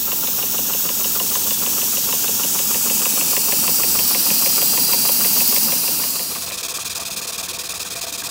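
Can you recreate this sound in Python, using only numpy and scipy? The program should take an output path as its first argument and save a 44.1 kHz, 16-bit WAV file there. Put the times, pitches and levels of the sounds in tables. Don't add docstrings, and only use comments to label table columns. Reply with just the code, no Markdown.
import sys
import numpy as np
from scipy import signal
from scipy.fft import rfft, irfft
from scipy.io import wavfile
from scipy.ndimage import uniform_filter1d

SR = 44100
rng = np.random.default_rng(int(sys.argv[2]) if len(sys.argv) > 2 else 0)


def put_to_file(sound):
    columns = np.atleast_2d(sound).T
    safe = np.clip(columns, -1, 1)
    whole_steps = np.round(safe * 32767)
    wavfile.write(sys.argv[1], SR, whole_steps.astype(np.int16))


N = 366030
TIME = np.arange(N) / SR
FRAME_S = np.arange(N // 256 + 5) * 256 / SR
BIN_HZ = np.fft.rfftfreq(1024, 1 / SR)
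EDGE_HZ = 15790
FIRST_KNOCK_S, FIRST_BEAT_S = .1178, 6.2973

# start_s, end_s
CHANGE = (5.7, 6.59)
# time_s, lean_0_to_1
LEAN_IN = [(0, 0.04), (1, 0.07), (2.4, 0.11), (3.1, 0.44), (3.6, 0.7), (4.3, 0.88), (5.5, 1.0)]

# frequency_hz, density_db (per Hz)
GARDEN_COLOUR = [(20, -42), (40, -41), (62, -8), (72, -5), (95, -2), (125, -16.5), (160, 2.5), (220, -7),
                 (400, -17.5), (1000, -9.5), (2000, -11), (5000, -9.5), (15000, -52)]
# time_s, level_db
HUM_LEVEL = [(0, -50.5), (2.6, -52), (3.7, -54), (3.95, -41.5), (4.2, -56), (6, -54), (7.3, -59),
             (7.75, -48), (8.3, -66)]
# centre_hz, width_hz, standing_db, driving_db
PIPE_RESONANCES = [(404, 47, -52, -66), (495.5, 19, -56, -51.5), (683.5, 9.2, -54.5, -50),
                   (1093, 57, -53, -52.5)]

# time_s, level_db
BURNER_LEVEL = [(0, -41.5), (1.5, -38), (3.9, -36.5), (4.7, -36), (5.7, -36), (6.3, -43.5)]
# frequency_hz, density_db (per Hz)
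BURNER_COLOUR = [(40, -34), (110, -5.5), (138, -27), (158, -4.5), (180, -0.5), (215, 1.5), (290, -2.5),
                 (350, -9), (550, -11.5), (640, -22), (900, -6), (1200, -25.5), (1600, -28), (3000, -45)]

# time_s, body_db, sizzle_db
JET_LEVEL = [(0, -26.5, -21.5), (1.35, -23, -21.5), (2.3, -22, -21.5), (3.1, -20.5, -21),
             (3.66, -20.5, -19.3), (4.58, -19, -18.5), (4.83, -19.5, -19.5), (5.49, -19.5, -17),
             (6.04, -22.5, -23), (6.2, -25, -27)]
# frequency_hz, density_db (per Hz)
JET_COLOUR_BACK = [(250, -58), (700, -36), (1500, -22), (2100, -29), (2600, -17), (3600, -15), (4500, -13),
                   (5600, -10), (6800, -7), (9000, -11), (11000, -13), (13000, -9), (14500, -9),
                   (15600, -2)]
# frequency_hz, density_db (per Hz)
JET_COLOUR_CLOSE = [(250, -65), (700, -21), (1500, -24.5), (2150, -25.5), (2600, -14.5), (3500, -20),
                    (4400, -8), (5600, -12), (6800, -10), (9000, -11), (11000, -9), (13000, -9),
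                    (14500, -9), (15600, -4.5)]
# centre_hz, width_hz, gain_db
PLATE_ECHO_BACK = [(2130, 90, -13), (4070, 140, 5), (4590, 80, 0), (5090, 120, -7), (5500, 160, 6),
                   (7100, 160, -5), (7300, 250, -2), (8600, 210, -16), (10200, 190, -11), (13450, 130, -1),
                   (14600, 110, -6), (15600, 200, -3)]
# centre_hz, width_hz, gain_db
PLATE_ECHO_MID = [(4100, 103, -30), (4500, 110, -5), (7830, 105, 5), (7830, 230, 0), (9900, 250, -2.5),
                  (11100, 140, -3), (11900, 280, 2), (12600, 160, -10), (13600, 170, -8), (14100, 250, 4),
                  (14700, 130, -7), (15550, 170, -3)]
# centre_hz, width_hz, gain_db
PLATE_ECHO_CLOSE = [(3520, 150, -2.5), (4870, 230, 4), (5700, 110, 1), (5700, 200, 4), (7170, 160, -4.5),
                    (7640, 210, 1.5), (9570, 120, -6), (10400, 220, 0.5), (12200, 190, -1), (13850, 250, 2),
                    (13650, 230, 8), (13840, 68, -7), (14700, 120, 0), (14700, 110, -7), (15000, 120, 11)]

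# pitch_hz, level_db, t60_s
FRAME_MODES = [(436, -27, 0.1), (504, -23, 0.056), (670, -24.5, 0.083), (914, -15.5, 0.029),
               (1082, -25.5, 0.055), (1330, -50, 0.023), (1670, -31, 0.035), (1992, -26, 0.04)]
# start_s, level_db, pitch_hz
GEAR_CLANKS = [(6.36, -23, 1070), (6.436, -29, 681), (6.785, -21.5, 1184), (6.991, -26, 685),
               (7.019, -25, 1130), (7.094, -28, 692), (7.209, -27, 1100), (7.253, -27, 570),
               (7.386, -27, 1110), (7.734, -26, 1130), (8.039, -25, 660), (8.069, -25.5, 690),
               (8.222, -24, 1650)]

# time_s, speed_turns_per_s
STANDING_SPEED = [(2.22, 6.4745), (5.52, 6.325), (5.68, 6.338)]
# time_s, level_db
KNOCK_STRENGTH = [(0, -17.5), (3.3, -14.5), (5.6, -15), (6.4, -21)]
# frequency_hz, density_db (per Hz)
KNOCK_COLOUR_BACK = [(600, -15), (850, -18), (1030, 0), (1400, -15.5), (1900, -11.5), (2400, -16),
                     (2700, 1), (2950, 6), (3250, -15), (3700, -0.5), (5500, -34)]
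# frequency_hz, density_db (per Hz)
KNOCK_COLOUR_CLOSE = [(600, 2), (850, -2.5), (1030, 5.5), (1400, -20), (1850, 1), (2400, 2.5), (2700, 10.5),
                      (2950, -11.5), (3250, 3.5), (3700, -16), (5500, -15)]
# after_knock_s, pitch_hz, t60_s, level_db, extra_db (when leaning in), scatter_s
ROD_BLOWS = [(-.048, 560, 0.022, -15.5, 2.5, 0.00087), (-.044, 1410, 0.056, -15.5, -21, 0.003),
             (-.0375, 1110, 0.012, -6.5, 3, 0.00046), (-.036, 414, 0.022, -10, -3, 0.00278),
             (-.037, 2740, 0.0069, -2, 1.5, 0.00053), (-.030, 1080, 0.014, -7.5, -0.5, 0.000964),
             (.005, 2780, .005, 2.5, 1, 0.00019), (0.0107, 495, 0.017, -6, -0.5, 0.00116),
             (.066, 1280, 0.023, -15.5, -1, 0.00067)]

# time_s, speed_turns_per_s
DRIVING_SPEED = [(6.43, 4.467), (6.73, 4.55), (6.99, 5.053), (7.09, 4.456), (7.55, 4.873), (8.21, 4.409)]
VALVE_PLACES = [0, .239, .5, .739]
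# level_db, swell_db (through the beat), leak_db (after it)
EXHAUST_BEATS = [(-25.5, -1.5, -38), (-27.5, -2.5, -42.5), (-26, -1.3, -40), (-27, -3, -43)]
# frequency_hz, density_db (per Hz)
EXHAUST_COLOUR = [(300, -9), (900, -12), (1130, -4.5), (1500, -11), (1850, -11.5), (2130, -24), (2420, 2.5),
                  (2650, -2), (2980, -7), (3550, -1), (4200, -1.5), (4900, -1), (7000, -2.5), (9500, -5),
                  (12500, -9), (15500, -9)]
# centre_hz, width_hz, gain_db
CHIMNEY_BORE = [(2070, 100, -7), (2890, 100, -15), (4720, 130, -4.5), (4950, 180, 4), (5400, 200, -0.5),
                (6700, 260, 3), (7300, 180, -1), (8130, 300, 2.5), (8900, 200, -2), (9300, 230, 3),
                (10300, 260, -3.5), (11340, 230, 3.5), (11600, 200, -9), (12650, 250, -1), (14700, 250, 7)]


def gain(db):
    return 10 ** (np.asarray(db) / 20)


def evened(x):
    return x / np.sqrt(np.mean(x ** 2) + 1e-20)


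def curve(rows, s, column=1):
    rows = np.array(rows)
    return np.interp(s, rows[:, 0], rows[:, column])


def colour(points):
    hz, db = np.transpose(points)
    return np.interp(np.log(BIN_HZ + 1), np.log(hz), db)


def echoes(bumps, stretch=1.0):
    return sum(db * np.exp(-((BIN_HZ * stretch - hz) / width) ** 2) for hz, width, db in bumps)


def add(mix, s, sound):
    part = mix[max(round(s * SR), 0):][:len(sound)]
    part += sound[:len(part)]


def wander(rate_hz):
    hz = np.fft.rfftfreq(N, 1 / SR)
    spectrum = rfft(rng.standard_normal(N))
    return evened(irfft(spectrum * np.exp(-(hz / rate_hz) ** 2), N))


def noise(field_db, patchy_db):
    real, imaginary, patches = rng.standard_normal((3, len(FRAME_S), len(BIN_HZ)))
    patches = uniform_filter1d(patches, size=8, axis=0)
    patches = evened(uniform_filter1d(patches, size=10, axis=1))
    spectra = (real + 1j * imaginary) * gain(field_db + patchy_db * patches)
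    sound = signal.istft(spectra.T, nperseg=1024, noverlap=768)[1]
    return evened(sound[:N])


def ping(hz, t60, rise_s=0.00046):
    t = TIME[:SR // 10]
    start = (1 - np.exp(-t / rise_s)) ** 2
    decay = np.exp(-np.log(1000) * t / t60)
    swing = np.cos(2 * np.pi * hz * t) * start * decay
    return np.gradient(swing) * SR / (2 * np.pi * hz)


def frame_ring(blows):
    ringing = sum(gain(db) * ping(hz, t60) for hz, db, t60 in FRAME_MODES)
    return signal.oaconvolve(blows, ringing)[:N]


def scatter(x, t60, wet_db):
    t = TIME[:SR // 8]
    envelope = (1 - np.exp(-t / 0.0076)) * np.exp(-np.log(1000) * t / t60)
    tail = rng.standard_normal(len(t)) * envelope
    return x + gain(wet_db) * signal.oaconvolve(x, tail / np.linalg.norm(tail))[:N]


def crank_times(speed, first_s, places, end_s):
    turns = np.cumsum(curve(speed, TIME)) / SR
    turns = turns - np.interp(first_s, TIME, turns)
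    passes = (np.arange(int(turns[-1]) + 1)[:, None] + places).ravel()
    passes = passes[passes < np.interp(end_s, TIME, turns)]
    return np.interp(passes, turns, TIME)


def garden(level_db=-41.0, hum_hz=81.5, waver_hz=3.06):
    phase_turns = np.cumsum(hum_hz + waver_hz * wander(rate_hz=6.2)) / SR
    hum_gain = gain(curve(HUM_LEVEL, TIME) + 2.0 * wander(rate_hz=6.6))
    hum = hum_gain * np.sin(2 * np.pi * phase_turns)
    return gain(level_db) * noise(colour(GARDEN_COLOUR), patchy_db=-0.5) + hum


def draught(away):
    hz, out = np.fft.rfftfreq(N, 1 / SR), np.zeros(N)
    for centre, width, standing_db, driving_db in PIPE_RESONANCES:
        resonance = 1 / (1 + ((hz - centre) / (0.5 * width)) ** 2)
        tone = evened(irfft(rfft(rng.standard_normal(N)) * resonance, N))
        out += tone * gain(standing_db + away * (driving_db - standing_db))
    return out


def burner(trim_db=1.8, flutter_db=1.0):
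    fade = np.clip((CHANGE[1] - TIME) / 0.3, 0, 1)
    level_db = curve(BURNER_LEVEL, TIME) + trim_db + flutter_db * wander(rate_hz=17)
    return gain(level_db) * noise(colour(BURNER_COLOUR), patchy_db=-1.0) * fade


def steam_jet(flutter_db=0.5, split_hz=11300, fade_s=0.36):
    lean = np.clip(curve(LEAN_IN, FRAME_S), 0, 1)[:, None]
    back = np.clip(1 - lean / 0.17, 0, 1)
    close = np.clip((lean - .4) / 0.45, 0, 1)
    sway = 1 + .004 * np.interp(FRAME_S, TIME, wander(rate_hz=1))[:, None]
    field = (1 - lean) * colour(JET_COLOUR_BACK) + lean * colour(JET_COLOUR_CLOSE)
    field = field + back * echoes(PLATE_ECHO_BACK, sway) + close * echoes(PLATE_ECHO_CLOSE, sway)
    field = field + (1 - back - close) * echoes(PLATE_ECHO_MID, sway + 0.021 * (lean - .3))

    ripple = uniform_filter1d(rng.standard_normal(field.shape), size=80, axis=0)
    ripple = uniform_filter1d(ripple, size=4, axis=1)
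    field = field + 1.5 * evened(ripple)

    top = BIN_HZ > split_hz
    power = gain(field) ** 2
    body_power = power[:, ~top].sum(1)
    sizzle_power = power[:, top & (BIN_HZ < EDGE_HZ)].sum(1)
    body_db = curve(JET_LEVEL, FRAME_S) - 10 * np.log10(body_power)
    sizzle_db = curve(JET_LEVEL, FRAME_S, column=2) - 10 * np.log10(sizzle_power)
    share = .5 + .5 * np.tanh((BIN_HZ - split_hz) / 1200)
    field = field + (1 - share) * body_db[:, None] + share * sizzle_db[:, None]

    level = np.sqrt((gain(field) ** 2).sum(1).mean())
    flutter = gain(flutter_db * wander(rate_hz=49))
    fade = np.clip((CHANGE[1] - TIME) / fade_s, 0, 1)
    return level * noise(field, patchy_db=0.5) * flutter * fade


def gears(clank_db=3.5, rattle_db=-40, per_s=110, spread_db=4.0, ring_db=4.0):
    out, blows = np.zeros(N), np.zeros(N)
    for s, db, hz in GEAR_CLANKS:
        add(out, s, gain(db + clank_db) * ping(hz, t60=.015))
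        add(blows, s, [gain(db + clank_db + 1.5)])
    span_s = TIME[-1] - CHANGE[0]
    for when, pitch, hard in rng.random((int(per_s * span_s), 3)):
        s = CHANGE[0] + when * span_s
        size = gain(rattle_db + spread_db * min(-np.log(hard), 2.5))
        add(out, s, size * ping(260 * 7.5 ** pitch, t60=0.03))
        add(blows, s, [size])
    return scatter(out + gain(ring_db) * frame_ring(blows), t60=0.071, wet_db=-5)


def knocks(uneven_db=0.5):
    times = crank_times(STANDING_SPEED, FIRST_KNOCK_S, [0], CHANGE[1])
    level_db = curve(KNOCK_STRENGTH, times) + uneven_db * rng.standard_normal(len(times))
    return list(zip(times, level_db))


def puffs(turns, level_db=-41.5, before_s=0.031, length_s=0.023):
    swell = sum(gain(db + 15) * np.exp(-((FRAME_S - s + before_s) / length_s) ** 2) for s, db in turns)
    puff_colour = colour([(150, -35), (430, -5), (620, 2), (800, -2), (1100, -8),
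                          (1380, 7), (1550, -7), (4000, -22), (9000, -50)])
    return gain(level_db) * np.interp(TIME, FRAME_S, swell) * noise(puff_colour, patchy_db=3.5)


def knock(lean, travel=.0018, uneven_db=3.5):
    db = (1 - lean) * colour(KNOCK_COLOUR_BACK) + lean * colour(KNOCK_COLOUR_CLOSE)
    db = db + uneven_db * evened(uniform_filter1d(rng.standard_normal(len(BIN_HZ)), size=10))
    delay_s = travel * 2800 / np.maximum(BIN_HZ, 600)
    phase = 2 * np.pi * np.cumsum(delay_s) * BIN_HZ[1]
    band = np.clip(BIN_HZ / 500, 0, 1) ** 3 / (1 + (BIN_HZ / 6000) ** 4)
    click = irfft(gain(db) * band * np.exp(-1j * phase))
    click = np.roll(click, SR // 200)
    return click / abs(click).max()


def crank(turns, knock_db=1.5, blows_db=3.5, uneven_db=0.64, detune=0.048, ring_db=5.0):
    out, blows = np.zeros(N), np.zeros(N)
    chance = rng.standard_normal((len(turns), len(ROD_BLOWS), 3))
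    for (s, db), draws in zip(turns, chance):
        lean = curve(LEAN_IN, s)
        add(out, s - .0056, gain(db + knock_db) * knock(lean))
        for (after, hz, t60, blow_db, lean_db, loose), (late, hard, sharp) in zip(ROD_BLOWS, draws):
            start_s = s + after + loose * late
            size = gain(db + blows_db + blow_db + lean * lean_db + uneven_db * hard)
            add(out, start_s, size * ping(hz * (1 + detune * sharp), t60))
            add(blows, start_s, [size * (hz < 1500)])
    return scatter(out + gain(ring_db) * frame_ring(blows), t60=.06, wet_db=-9)


def beats(fall_db_per_s=0.95, effort_db=0.5, uneven_db=.5):
    times = crank_times(DRIVING_SPEED, FIRST_BEAT_S, VALVE_PLACES, TIME[-1])
    order = np.arange(len(times)) % len(EXHAUST_BEATS)
    db, swell_db, leak_db = np.array(EXHAUST_BEATS)[order].T
    speed = curve(DRIVING_SPEED, times)
    db = db + effort_db * (speed - speed.mean()) - fall_db_per_s * (times - times.mean())
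    return list(zip(times, db + uneven_db * rng.standard_normal(len(times)), swell_db, leak_db))


def exhaust(trim_db=1.65, lead_s=0.0052, rise_s=0.0064, shut_s=0.0098, close_s=0.0084, flutter_db=1.3):
    flow, chuffs = np.zeros(N), beats()
    starts = [row[0] for row in chuffs]
    lengths = np.diff(starts + [starts[-1] + .055])
    for (s, db, swell_db, leak_db), length in zip(chuffs, lengths):
        t = np.arange(0, length, 1 / SR)
        opening = np.clip(t / rise_s, 0, 1)
        closing = np.clip((length + lead_s - shut_s - t) / close_s, 0, 1)
        blast = gain(db + swell_db * np.clip(1.8 * t / length - .5, 0, 1))
        leak = gain(leak_db - 3.0)
        add(flow, s - lead_s, opening * (closing * blast + (1 - closing) * leak))
    spit = gain(flutter_db * wander(rate_hz=250))
    steam = noise(colour(EXHAUST_COLOUR) + echoes(CHIMNEY_BORE), patchy_db=1.)
    return gain(trim_db) * flow * spit * steam


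def scene():
    away = np.clip((TIME - CHANGE[0]) / (CHANGE[1] - CHANGE[0]), 0, 1)
    turns = knocks()
    standing = steam_jet() + burner() + (crank(turns) + puffs(turns)) * gain(-4 * away)
    exhaust_fade = np.clip((TIME - 6.1) / 0.48, 0, 1)
    driving = exhaust_fade * exhaust() + np.sqrt(away) * gears()
    mono = standing + driving + draught(away) + garden()
    return np.array([mono, mono])


def record(dry, bass_cut_hz=45):
    bass_cut = signal.butter(3, bass_cut_hz, "high", fs=SR, output="sos")
    thin = signal.sosfilt(bass_cut, dry)
    band_limit = signal.firwin(1023, EDGE_HZ, window=("kaiser", 9), fs=SR)
    return signal.oaconvolve(thin, band_limit[None], "same", axes=1)


dry = scene()
out = record(dry)
put_to_file(out)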